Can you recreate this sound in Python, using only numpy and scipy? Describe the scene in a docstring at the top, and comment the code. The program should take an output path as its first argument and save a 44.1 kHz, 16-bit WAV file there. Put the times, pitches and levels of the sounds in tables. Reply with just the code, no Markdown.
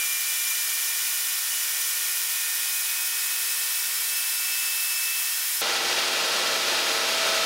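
"""A rolling mill, heard first from across the workshop: an electric grinder clamped to the mill
dresses a turning steel roll while a dust extractor runs. The disc drags the motor down and rings
under the grit; as the cut fades, the fan's whine climbs to its free pitch over the rush of air.
Then the microphone position jumps close to the feed screw: a fuller, duller rush and a machine drone."""
import sys
import numpy as np
from scipy import signal
from scipy.fft import rfft, irfft
from scipy.io import wavfile

SR = 44100
rng = np.random.default_rng(int(sys.argv[2]) if len(sys.argv) > 2 else 0)


def to_wav(sig):
    """Store sig (one row per channel, or 1-D mono) as 16-bit WAV at the path in sys.argv[1].

    Samples outside -1..1 are clipped; the rate is SR.
    """
    pcm = np.clip(np.atleast_2d(sig), -1, 1) * 32767
    pcm = np.round(pcm).astype(np.int16)
    wavfile.write(sys.argv[1], SR, pcm.T)  # frames by channels


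N = 328545
TIME = np.arange(N) / SR
FREQ = np.maximum(np.arange(N // 2 + 1) * SR / N, 1)
JUMP_S = 5.6145  # from the far microphone position to the close one


def undb(db):
    """Decibels to gain."""
    return 10 ** (np.asarray(db) / 20)

def unit(x):
    """Scale to rms 1."""
    return x / np.sqrt(np.mean(x ** 2))

def curve(rows):
    """Join (t/s, value) rows by straight lines."""
    return np.interp(TIME, *np.transpose(rows))

def noise():
    """White noise."""
    return rng.standard_normal(N)

def shape(x, gain):
    """Filter by a gain for each frequency."""
    return irfft(rfft(x) * gain, N)

def walk(rate_hz):
    """Smooth random motion of rms 1, changing about rate_hz times a second."""
    return unit(shape(noise(), 1 / (1 + (FREQ / rate_hz) ** 4)))

def resonance(hz, width):
    """Complex response of one mode, gain 1 at its centre."""
    return 1 / (1 + 1j * (FREQ ** 2 - hz ** 2) / (FREQ * width))

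def reflected(x, echo_db=-12, decay_s=.008, count=40):
    """Nearby walls and steel faces add short echoes that ripple the spectrum."""
    spread, polarity = rng.random((count, 2)).T
    lag_s = .002 + 3 * decay_s * spread
    sizes = np.sign(polarity - .5) * np.exp(-lag_s / decay_s)
    echoes = np.bincount((lag_s * SR).astype(int), sizes / np.linalg.norm(sizes), N)
    return shape(x, 1 + undb(echo_db) * rfft(echoes))

def rushing(spectrum, peaks):
    """Noise of rms 1, coloured by a smooth spectrum, resonances and nearby echoes."""
    hz, db = np.transpose(spectrum)
    smooth_db = np.interp(np.log(FREQ), np.log(hz), db)
    lift_db = sum(lift * abs(resonance(f, width)) ** 2 for f, width, lift in peaks)
    return unit(reflected(shape(noise(), undb(smooth_db + lift_db))))

def tone(hz, rms_db, drift, flutter_db):
    """A machine tone wavering a little in strength and pitch."""
    amplitude = np.sqrt(2) * undb(rms_db + flutter_db * walk(2.3))
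    cycles = np.cumsum(hz * (1 + drift * walk(4.26))) / SR
    return amplitude * np.sin(2 * np.pi * cycles)


# Far position, extractor tones while unshielded: f/Hz, rms level/dB
EXTRACTOR_TONES = [(203, -91), (404, -78), (479.5, -63.5), (716, -70), (942, -64.5), (1439, -50),
                   (1814.5, -45)]

def extractor(lean_s=4.5, shield_db_per_s=2.5):
    """The extractor hums; the operator leans in and his body shields it more and more."""
    shield_db = shield_db_per_s * np.maximum(TIME - lean_s, 0)
    hum = sum(tone(hz, db, drift=0.00061, flutter_db=1) for hz, db in EXTRACTOR_TONES)
    return undb(-shield_db) * hum


# Close position, machine tones: f/Hz, rms level at the jump/dB, rms level at the end/dB
DRONE_TONES = [(119.5, -66, -64), (360, -52, -50), (454, -45.5, -45), (656, -51, -35.5),
               (798.5, -43.5, -51), (1310.5, -47, -40.5), (1518, -49, -47), (1966, -50, -47),
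               (4128, -53, -44), (12452, -55, -56), (13103, -53, -54)]

def machine_drone():
    """The machines drone through the frame; the balance shifts with the microphone's spot."""
    moved = np.interp(TIME, [JUMP_S, TIME[-1]], [0, 1])
    return sum(tone(hz, first_db + (last_db - first_db) * moved, drift=0.000823, flutter_db=1.5)
               for hz, first_db, last_db in DRONE_TONES)


# Close position, spectrum of the rush: f/Hz, relative level/dB
SCREW_SPECTRUM = [(30, -48), (60, -39), (110, -30), (200, -17), (320, -11), (600, -6), (1080, -7),
                  (1400, -6), (2000, -6.5), (4900, -5.5), (7500, -16), (10500, -17.5), (13000, -21.5),
                  (15500, -24.5)]
# Resonances of the mill frame: f/Hz, width/Hz, lift/dB
FRAME_MODES = [(1330, 106, 4.5), (1750, 55, 3.5), (2570, 380, 3), (3350, 520, 1.5), (3850, 160, 2),
               (4970, 260, 1), (5940, 100, 3.5), (6780, 430, 4), (7950, 230, 1.5), (8740, 400, 3)]

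def feed_screw_rush(start_db=-25, swell_db_per_s=.5):
    """Close to the feed screw, a full, dull rush swells slowly, coloured by the frame."""
    level_db = start_db + swell_db_per_s * (TIME - JUMP_S) + 0.54 * walk(25)
    return rushing(SCREW_SPECTRUM, FRAME_MODES) * undb(level_db)


# Far position, spectrum of cooling air and suction: f/Hz, relative level/dB
AIR_SPECTRUM = [(30, -64), (90, -59), (160, -54.5), (270, -40), (430, -32), (600, -23.5), (850, -18.5),
                (1300, -14.5), (2400, -9.5), (3400, -8), (4400, -9), (6000, -8), (11700, -8), (15500, -7)]
# Resonances and notches of the vents and hose mouth: f/Hz, width/Hz, lift/dB
VENT_MODES = [(595, 42, -5), (854, 56, 1.5), (1123, 190, 3), (1513, 97, 6), (1616, 120, -3), (1910, 140, 4),
              (2283, 120, 4.5), (4020, 200, 1.5), (4340, 200, -2.5), (4680, 180, 2), (5180, 210, 4.5),
              (5630, 330, 2.5), (7130, 170, 2), (8200, 130, 4.5), (9280, 160, 5), (10030, 310, 4),
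              (10670, 490, 4.5), (11800, 400, -1), (12600, 460, 1.5), (14100, 1000, 2)]

def air(load, level_db=-25, sag_db=0.58):
    """Air tears through vents and hose, less as load slows the fan; turbulence flutters the treble."""
    rush = rushing(AIR_SPECTRUM, VENT_MODES)
    treble = shape(rush, FREQ ** 2 / (FREQ ** 2 + 7500 ** 2))
    flutter = undb(0.57 * walk(22)) - 1
    return (rush + treble * flutter) * undb(level_db - sag_db * load)


# Grinder shaft speed, two deep bites and a climb to free running: t/s, f/Hz
SHAFT_SPEED = [(0, 265.1), (0.78, 264.2), (1.35, 274.0), (1.8, 268.9), (2.3, 275.3), (2.75, 277.6),
               (3.8, 289.4), (4.2, 291.4), (5.6, 291.2)]

def shaft(free_hz=291.35, free_wobble=0.00036, load_wobble=0.00099):
    """Turns made and load (0 to 1): the cut drags the shaft below free speed and unsteadies it."""
    hz = curve(SHAFT_SPEED)
    load = np.clip((free_hz - hz) / np.ptp(hz), 0, 1)
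    wobble = (free_wobble + load_wobble * load) * walk(24)
    return np.cumsum(hz * (1 + wobble)) / SR, load


# Far position, whine of the cooling fan: t/s, rms level/dB
FAN_WHINE = [(0, -37.5), (0.85, -41.5), (1.6, -50), (2.0, -44), (2.9, -40.5), (3.8, -42), (3.98, -51),
             (4.13, -38.2), (4.33, -42), (4.5, -35.5), (5.15, -35.5), (5.6, -53)]
# Motor overtones: multiple of the shaft rate, rms level free/dB, rms level at full load/dB
OVERTONES = [(11, -48.5, -59), (18, -43, -62), (27, -52, -62)]

def motor(turns, load, blades=9, free_shake_db=1, load_shake_db=1.3):
    """Fan blades and gear teeth whine at multiples of the shaft rate; load shakes the fan's tone."""
    shake_db = (free_shake_db + load_shake_db * load) * walk(19)
    whine = undb(curve(FAN_WHINE) + shake_db) * np.sin(2 * np.pi * blades * turns)
    for order, free_db, loaded_db in OVERTONES:
        level_db = free_db + (loaded_db - free_db) * load + 1.5 * walk(23)
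        turbulence = 0.3 * walk(70)  # roughens the tone
        whine += undb(level_db) * np.sin(2 * np.pi * order * turns + turbulence)
    return np.sqrt(2) * whine


# Far position, ringing of disc and steel: f/Hz, width/Hz, relative level/dB
DISC_MODES = [(2430, 270, 2), (2950, 58, 8.5), (3345, 150, 1), (5290, 120, -3), (6030, 150, 6),
              (6920, 170, 5.5), (8470, 160, -3), (9270, 150, -7), (9900, 140, -5), (11220, 92, 2.5)]
# Squeals as the disc catches a high spot: t/s, length/s, level/dB
SQUEALS = [(1.524, 0.033, -35), (1.561, 0.03, -37)]

def grinding(turns, load, grits_per_s=9000, ring_db=-33.5, scratch_db=-50):
    """Grits strike the steel unevenly over each turn, scratching it and ringing the disc."""
    bite_db = np.minimum(2 * rng.exponential(size=N), 8)  # no grit bites deeper than it stands proud
    grits = noise() * (rng.random(N) < grits_per_s / SR) * undb(bite_db)
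    contact = load * undb(walk(41)) * (1 + 0.14 * np.sin(2 * np.pi * turns))
    disc = sum(undb(db) * resonance(hz, width) for hz, width, db in DISC_MODES)
    low_cut = (FREQ ** 2 / (FREQ ** 2 + 1500 ** 2)) ** 2
    ring = unit(shape(grits, disc * low_cut))
    scratch = unit(shape(grits, resonance(hz=10700, width=9000) ** 2))
    squeal = unit(shape(noise(), resonance(hz=2960, width=110) ** 2))
    catches = sum(undb(db) * np.exp(-(2 * (TIME - at_s) / length) ** 2) for at_s, length, db in SQUEALS)
    return contact * (undb(ring_db) * ring + undb(scratch_db) * scratch) + catches * squeal


def scene():
    """One microphone on both channels: across the workshop, then at once by the feed screw."""
    turns, load = shaft()
    far = extractor() + air(load) + motor(turns, load) + grinding(turns, load)
    close = machine_drone() + feed_screw_rush()
    sound = np.where(TIME < JUMP_S, far, close)
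    return np.array([sound, sound])

def record(dry):
    """The recorder cuts the treble steeply above top_hz."""
    top_hz = 15750
    return signal.sosfilt(signal.ellip(12, .1, 80, top_hz, fs=SR, output="sos"), dry)


dry = scene()
out = record(dry)
to_wav(out)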